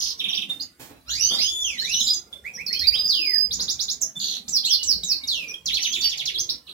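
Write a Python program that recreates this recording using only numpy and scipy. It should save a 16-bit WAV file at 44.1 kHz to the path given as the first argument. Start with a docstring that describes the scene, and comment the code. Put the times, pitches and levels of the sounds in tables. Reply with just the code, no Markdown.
"""Finches in a hard-walled room

Caged finches twitter in a small room, some way from a phone, over soft farther chatter, rustles, thumps and rumble.
Whistles, trills and slurs are fluttering sines with overtones and breath; buzzes are fast falling chirps.
Rustles are decaying noise puffs and the rumble is coloured noise in uneven patches.
Decaying noise echoes smear the birds and rustles, and a noise suppressor turns faint sound down.
"""
import sys
import numpy as np
from scipy import signal
from scipy.fft import rfft, irfft, next_fast_len
from scipy.io import wavfile
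from scipy.ndimage import uniform_filter1d

SR = 44100
rng = np.random.default_rng(int(sys.argv[2]) if len(sys.argv) > 2 else 0)


def put_to_file(sound):
    """Save the sound as 16-bit audio at rate SR, in the file named by the first command-line argument."""
    columns = np.atleast_2d(sound).T  # one column per channel
    safe = np.clip(columns, -1, 1)
    whole_steps = np.round(safe * 32767)
    wavfile.write(sys.argv[1], SR, whole_steps.astype(np.int16))


N = 296781

# All levels are relative: the filters and gains further on change them.
# Room rumble spectrum: (frequency [Hz], density [dB])
RUMBLE_SPECTRUM = [(20, -47), (60, 6.5), (110, -6.5), (160, -0.5), (300, -4.5), (760, -14), (2100, -18),
                   (15000, -24)]
# Likeness of the rumble at the two ports: (frequency [Hz], correlation [0 to 1])
PORT_LIKENESS = [(150, 0.94), (380, 0.62), (950, 0.17)]
# Feather and perch puffs: (time [s], level [dB], hiss against body [dB])
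RUSTLES = [(0.49, -45.5, -10.5), (0.796, -35.5, -14.5), (0.894, -33, -40), (1.31, -30, -22),
           (2.949, -40.5, -15), (3.588, -37, -35)]
# Soft twitter of farther birds: (start [s], end [s], level [dB])
CHATTER = [(1.079, 1.45, -33.5), (1.779, 2.138, -35)]
# Buzzes of falling chirps:
# (time [s], length [s], first top [Hz], last top [Hz], level [dB], mean rate [chirps/s], mean fall [octaves])
BUZZES = [(0.0, .12, 7400, 6800, -24, 58, 1.6), (4.198, .172, 5300, 4600, -26, 72, 1.05),
          (4.19, .17, 7500, 6700, -33, 72, .55), (6.667, .05, 4600, 4600, -37, 50, 1.3)]
# Long bent notes: (overtone strength [dB], level at MIDDLE_HZ [dB], swell [dB/octave],
# pitch points (time [s], pitch [Hz]))
SLURS = [(8, -34, 13.9, [(1.055, 1171), (1.13, 1730), (1.21, 2920), (1.29, 3140)]),
         (-3.5, -28.5, 18.5, [(1.38, 1725), (1.42, 2830), (1.49, 3458), (1.63, 3471), (1.79, 1774)]),
         (1, -33.5, 7.6, [(1.8, 1562), (1.92, 2902), (1.99, 3008), (2.045, 3575)]),
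         (-22, -27, 13.4, [(3.072, 7700), (3.092, 5000), (3.15, 3136), (3.2, 2700), (3.385, 1658)]),
         (-14, -28, 14.3, [(5.266, 8000), (5.287, 4430), (5.36, 2836), (5.45, 2353), (5.53, 2540)]),
         (4.5, -41, 4, [(5.77, 2490), (5.83, 3072), (5.91, 3012)]), (-7, -29.5, 12, [(5.9, 3090),
         (5.95, 3508), (6.03, 3615)])]
# Level whistles: (time [s], length [s], pitch [Hz], level [dB])
HELD_NOTES = [(0.494, 0.023, 3636, -28.5), (1.087, 0.03, 7100, -40.5), (1.335, 0.035, 7230, -41),
              (1.405, 0.057, 5040, -25.5), (1.998, 0.043, 5270, -33), (2.024, 0.062, 7150, -29),
              (2.09, 0.04, 4950, -19.5), (2.327, 0.014, 3517, -28), (2.87, 0.022, 4746, -17.5),
              (4.015, 0.017, 6450, -17), (4.022, 0.014, 5610, -22), (4.154, 0.034, 3550, -34.5),
              (4.165, 0.02, 7240, -41), (4.581, 0.014, 3490, -28.5), (4.789, 0.029, 2926, -27.5),
              (5.033, 0.0068, 3804, -25.5), (5.112, 0.016, 2563, -38.5), (5.212, 0.037, 2270, -39),
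              (5.236, 0.013, 3790, -29.5), (5.54, 0.0086, 3280, -31.5), (6.012, 0.066, 4600, -18.5),
              (6.034, 0.03, 5510, -20)]
# Sliding whistles: (time [s], length [s], start [Hz], end [Hz], level [dB])
GLIDES = [(0.341, 0.026, 4200, 5910, -30.5), (0.598, 0.023, 3970, 4990, -30.5),
          (0.619, 0.011, 5670, 6800, -38), (1.09, 0.066, 2764, 4650, -32), (1.283, 0.076, 2907, 3687, -23),
          (1.385, 0.03, 3703, 5136, -23.5), (1.776, 0.054, 3700, 4400, -27.5),
          (1.998, 0.023, 7850, 6280, -33), (2.068, 0.017, 3900, 5030, -26),
          (2.132, 0.028, 7660, 6160, -25.5), (2.729, 0.081, 2830, 3290, -40),
          (2.83, 0.065, 3570, 4350, -30), (2.917, 0.072, 1850, 3855, -26), (4.01, 0.029, 8270, 5500, -24.5),
          (4.636, 0.04, 3180, 4460, -22), (4.67, 0.073, 2597, 3595, -26.5), (5.696, 0.08, 2900, 4500, -27),
          (6.342, 0.031, 4310, 3230, -27.5), (6.377, 0.042, 3840, 6580, -24),
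          (6.49, 0.019, 3350, 5680, -22)]
# Syllables by name, as strokes sung in a row: (length [s], start [Hz], pulled toward [Hz], end [Hz])
SYLLABLES = dict( tip=[(.02, 3920, 3420, 2175)], pip=[(0.029, 4560, 4970, 4810)],
             chup=[(0.024, 4100, 4144, 3227)], arch=[(.035, 5750, 6140, 5000)],
             hook=[(.008, 5900, 4850, 4370), (.022, 4197, 4235, 4400)], wup=[(.05, 1768, 2394, 2620)],
             bell=[(.034, 4787, 5080, 4880)], whit=[(.042, 3360, 6280, 7250)],
             swoop=[(.073, 6256, 6000, 3937)], flick=[(.008, 3300, 6750, 7600), (.012, 7710, 8220, 5900)],
             tumble=[(0.014, 7570, 4015, 4090), (.038, 4057, 3520, 1736)])
# Repeated syllables: (name, s: first time [s], count [repeats], gap: first gap [s],
# stretch: each gap over the last [ratio], db: level [dB])
TRILLS = [dict(name="tip", s=.195, count=6, gap=.0438, stretch=1, db=-24),
          dict(name="pip", s=1.143, count=5, gap=0.076, stretch=0.82, db=-29),
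          dict(name="wup", s=2.44, count=4, gap=.135, stretch=.925, db=-26.5),
          dict(name="hook", s=2.663, count=3, gap=.064, stretch=1, db=-24),
          dict(name="bell", s=2.924, count=11, gap=0.06, stretch=0.95, db=-23.5)]
# Freely timed syllables by name: (time [s], level [dB])
FREE_SYLLABLES = dict( arch=[(.175, -39.5), (.285, -36.5), (1.6, -39), (2.535, -38), (5.48, -37)],
                  chup=[(1.838, -26), (1.925, -24.5), (1.995, -21.5), (2.068, -21)], whit=[(3.508, -23.5),
                  (3.592, -25.5), (3.68, -25), (3.791, -22.5), (3.882, -24.5)], swoop=[(4.51, -18.5),
                  (4.679, -18), (4.858, -16), (5.062, -21)], tumble=[(5.657, -26), (5.742, -23.5),
                  (5.825, -24), (5.924, -26.5), (6.009, -23), (6.095, -29.5), (6.174, -27.5),
                  (6.254, -25.5)])
# Overall tone colour of the birds: (frequency [Hz], gain [dB])
BIRD_COLOUR = [(1200, 2.5), (2500, 2.5), (5000, 4), (7500, 2.5), (8800, -1), (10800, 12), (15000, 9.5)]
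# Decay of the wall echoes: (frequency [Hz], time to fall 60 dB [s], before the early part is boosted)
WALL_DECAY = [(1500, 0.17), (3000, 0.35), (5500, 0.29), (9000, 0.22)]

TOP_HZ = 16000  # band limit of the overtones and of the whole sound
CHATTER_PER_S, CHATTER_HZ, CHATTER_S = 59, (2945, 6270), (0.0078, 0.0247)  # notes/s, start pitch and length ranges
MIDDLE_HZ, LOUDEST_HZ = 3320, 4400  # a slur is strongest at LOUDEST_HZ and thins again above it
THROAT_HZ, THROAT_OCTAVES, THROAT_DB = 6000, .24, 14  # the open beak favours a slur's overtones near this pitch
FULL_HZ, FADE_DB_PER_OCTAVE = 3220, 12.5  # below FULL_HZ a whistle weakens as it sinks
HOOK = 0.046  # a slide is pulled toward a pitch beyond its end by this share of its span, so it moves early
FLICK_LEAD_S, FLICK_DB = .03, -9  # every swoop is led in by a softer flick
SWOOP_LATE = 2.66  # a swoop starts softly and peaks late


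def amp(db):
    """Logarithmic level: the amplitude ratio of a level in dB."""
    return 10 ** (np.asarray(db) / 20)


def unit(x):
    """Normalisation: scales a signal to an rms of 1."""
    return x / np.sqrt(np.mean(x ** 2) + 1e-20)


def along(points, hz):
    """Log-frequency interpolation between (frequency [Hz], value) points."""
    f, v = np.transpose(points)
    return np.interp(np.log(hz + 1), np.log(f + 1), v)


def filtered(x, response):
    """Linear filtering: multiplies the spectrum by a response of frequency."""
    m = next_fast_len(N + 8192)
    hz = np.fft.rfftfreq(m, 1 / SR)
    return irfft(rfft(x, m) * response(hz), m)[..., :N]


def add(track, s, x):
    """Superposition: adds x to the track in place, from s seconds on."""
    part = track[round(s * SR):][:len(x)]
    part += x[:len(part)]


def room_tone():
    """Partly coherent noise: rumble in slow uneven patches, most alike at the two ports in the bass."""
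    z = signal.stft(rng.standard_normal((2, N)), nperseg=2048)[2]
    patches = rng.standard_normal(z.shape[1:])
    patches = uniform_filter1d(patches, size=4, axis=0)
    patches = uniform_filter1d(patches, size=6, axis=1)
    patch_gain = amp(5.57 * unit(patches))
    pair = signal.istft(z * patch_gain, nperseg=2048)[1][:, :N]

    def mid_side_response(hz):
        angle = np.arccos(np.clip(along(PORT_LIKENESS, hz), 0, 1)) / 2  # splits power to give the likeness
        return amp(along(RUMBLE_SPECTRUM, hz)) * [np.cos(angle), np.sin(angle)]

    mid, side = filtered(pair, mid_side_response)
    ports = unit(np.array([mid + side, mid - side]))
    return amp(-49.0) * ports * amp([[-.9], [.9]])


def rustles():
    """Damped noise bursts: puffs of feathers and perch with a dull body and a thin hiss."""
    body, hiss = np.zeros(N), np.zeros(N)
    t = np.arange(SR // 8) / SR
    for s, db, hiss_db in RUSTLES:
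        onset = 1 - np.exp(-t / 0.00027)
        puff = amp(db - 60 * t / 0.57) * onset * rng.standard_normal(len(t))
        add(body, s, puff)
        add(hiss, s, amp(hiss_db) * puff)
    dull = lambda hz: hz / 300 / (1 + (hz / 300) ** 2) / (1 + hz / 2500)
    return amp(15.5) * filtered(body, dull) + amp(12.0) * hiss


def chatter():
    """Random superposition: short soft slides at random moments and pitches."""
    out = np.zeros(N)
    for start, end, db in CHATTER:
        count = round((end - start) * CHATTER_PER_S)
        for when, high, long, bend, size in rng.random((count, 5)):
            length = np.interp(long, [0, 1], CHATTER_S)
            start_hz = np.interp(high, [0, 1], CHATTER_HZ)
            end_hz = start_hz * 2 ** (0.602 * (bend - .5))
            note = stroke(length, start_hz, end_hz, end_hz, db + 8 * (size - .5))
            add(out, start + when * (end - start), note)
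    return out


def voice(hz, gain, overtones_db=(-26, -28), rough=1.0, breath_db=-29):
    """Harmonic oscillation of the syrinx: a sine of fluttering pitch and strength, its overtones and breath."""
    samples = np.arange(len(hz))
    step = samples / 150  # a new random flutter value every 150 samples
    waver, shake = [np.interp(step, samples, rng.standard_normal(len(hz))) * rough for _ in range(2)]
    cycles = np.cumsum(hz * (1 + .005 * waver)) / SR
    phase = 2 * np.pi * (cycles + rng.random())
    tone = np.sin(phase)
    for k, db in enumerate(overtones_db, start=2):
        tone = tone + amp(db) * (k * hz < TOP_HZ) * np.sin(k * phase)
    breath = amp(breath_db) * rng.standard_normal(len(hz))
    return gain * (np.sqrt(2) * amp(2.28 * shake) * tone + breath)


def stroke(length, start_hz, pull_hz, end_hz, db, late=0.82):
    """Effort-driven whistle: pitch bends toward pull_hz while the level rises and fades."""
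    u = np.linspace(0, 1, max(round(length * SR), 8))
    hz = start_hz ** ((1 - u) ** 2) * pull_hz ** (2 * u * (1 - u)) * end_hz ** (u * u)
    effort = np.sin(np.pi * u ** late).clip(1e-4) ** 0.44
    overtones_db = np.array([[-28], [-28]]) + 40 * np.log10(effort)  # only the strongest part is rich
    low_fade_db = FADE_DB_PER_OCTAVE * np.log2(np.minimum(hz / FULL_HZ, 1))
    return voice(hz, amp(db + low_fade_db) * effort, overtones_db)


def buzzes():
    """Auditory fusion: falling chirps so fast that they merge into a rasp."""
    out = np.zeros(N)
    for s, length, top_hz, last_hz, db, rate, octaves in BUZZES:
        t = np.arange(0, length, 1 / SR)
        pace = (1 + 0.092 * rng.standard_normal(len(t)))[(t * rate).astype(int)].clip(.5)  # uneven
        beat = np.cumsum(rate / SR * pace)
        u = beat % 1  # progress through each chirp
        depth = (1 + 0.1236 * rng.standard_normal(len(t)))[beat.astype(int)]  # each chirp falls its own way
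        hz = np.interp(t, [0, length], [top_hz, last_hz]) * 2 ** (-octaves * u * depth)
        pulse = np.sin(np.pi * np.sqrt(u)).clip(0) ** 2.4
        add(out, s, voice(hz, amp(db) * pulse, rough=1.6, breath_db=-41))
    return out


def slurs():
    """Resonant filtering of overtones: long bent notes, the nasal ones rich, more so when sung low."""
    out = np.zeros(N)
    for reed_db, db, swell_db, rows in SLURS:
        s, hz = np.transpose(rows)
        t = np.arange(s[0], s[-1], 1 / SR)
        pitch = uniform_filter1d(np.exp(np.interp(t, s, np.log(hz))), size=600)
        edge = np.minimum(t - s[0], s[-1] - t).clip(0, .02) / .02  # 20 ms ramps
        folded_hz = np.minimum(pitch, LOUDEST_HZ * LOUDEST_HZ / pitch)
        level_db = db + swell_db * np.log2(folded_hz / MIDDLE_HZ)
        low_db = 18 * np.log2(2000 / pitch)
        rough = (1.5 * amp(reed_db)).clip(.25, 2.8)  # a nasal voice is also a grainy one

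        def throat(k):
            return THROAT_DB * np.exp(-(np.log2(k * pitch / THROAT_HZ) / THROAT_OCTAVES) ** 2)

        resonance_db = np.array([throat(2.01), throat(2.82) - 5 + low_db, throat(3.7) - 8 + low_db])
        overtones_db = reed_db - 10 + resonance_db
        add(out, s[0], voice(pitch, edge * amp(level_db), overtones_db, rough, breath_db=-26.5))
    return out


def whistles():
    """Frequency modulation of a near-pure tone: single notes, trills and freely timed syllables."""
    out = np.zeros(N)
    for s, length, hz, db in HELD_NOTES:
        add(out, s, stroke(length, hz * .985, hz * 1.01, hz * .99, db))  # a slight arch
    for s, length, start_hz, end_hz, db in GLIDES:
        pull_hz = end_hz * (end_hz / start_hz) ** HOOK
        add(out, s, stroke(length, start_hz, pull_hz, end_hz, db))

    sung = [(name, s, db) for name, rows in FREE_SYLLABLES.items() for s, db in rows]
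    sung += [("flick", s - FLICK_LEAD_S, db + FLICK_DB) for s, db in FREE_SYLLABLES["swoop"]]
    for t in TRILLS:
        for k in range(t["count"]):
            delay = t["gap"] * np.sum(t["stretch"] ** np.arange(k))
            sung.append((t["name"], t["s"] + delay, t["db"]))
    for name, s, db in sung:
        key = 1 + 0.00493 * rng.standard_normal()  # no two repeats sit at quite the same pitch
        shape = dict(late=SWOOP_LATE) if name == "swoop" else {}
        strokes = [stroke(n, key * a, key * b, key * c, db, **shape) for n, a, b, c in SYLLABLES[name]]
        add(out, s, np.concatenate(strokes))
    return out


def walls(x, count=24):
    """Reverberation: direct sound and a tail, strong early, longest around 3 kHz and shortest at low pitch.

    The echo pattern differs at each port and drifts: successive random tails cross-fade."""
    out, place = np.zeros((2, N + SR)), np.arange(N) * count / N
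    for k in range(count + 1):
        hz, t, z = signal.stft(rng.standard_normal((2, SR // 2)), SR, nperseg=128)
        decay = amp(-60 * t / along(WALL_DECAY, hz)[:, None])
        tail = signal.istft(z * decay, SR, nperseg=128)[1]
        age = np.arange(tail.shape[1]) / SR
        tail = tail * (1 - np.exp(-age / 0.00081)) * (1 + 0.99 * np.exp(-age / 0.037))
        tail /= np.linalg.norm(tail[0])
        tail[[0, 1], rng.integers(0, 24, size=2)] += amp(-2.5)  # direct sound, at a random small delay per port
        near = np.flatnonzero(abs(place - k) < 1)
        part = x[near] * np.cos(np.pi / 2 * (place[near] - k)) ** 2
        heard = signal.fftconvolve(part[None], tail, axes=1)
        out[:, near[0]:near[0] + heard.shape[1]] += heard
    return out[:, :N]


def scene():
    """Level difference between ports: the birds are nearer the right one; rumble lies beneath."""
    birds = whistles() + chatter() + slurs() + buzzes()
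    near = filtered(birds, lambda hz: amp(along(BIRD_COLOUR, hz))) + rustles()
    return walls(near) * amp([[-5], [.3]]) + room_tone()


def record(dry):
    """Downward expansion: the phone's noise suppressor turns faint sound down; then its band limit."""
    power = abs(uniform_filter1d(np.mean(dry ** 2, axis=0), size=900))
    level_db = 10 * np.log10(power + 1e-12)
    duck_db = np.clip(0.45 * (level_db + 32.5), -11, 0)
    gain = amp(uniform_filter1d(duck_db, size=400))
    return filtered(dry * gain, lambda hz: hz < TOP_HZ)


dry = scene()
out = record(dry)
put_to_file(out)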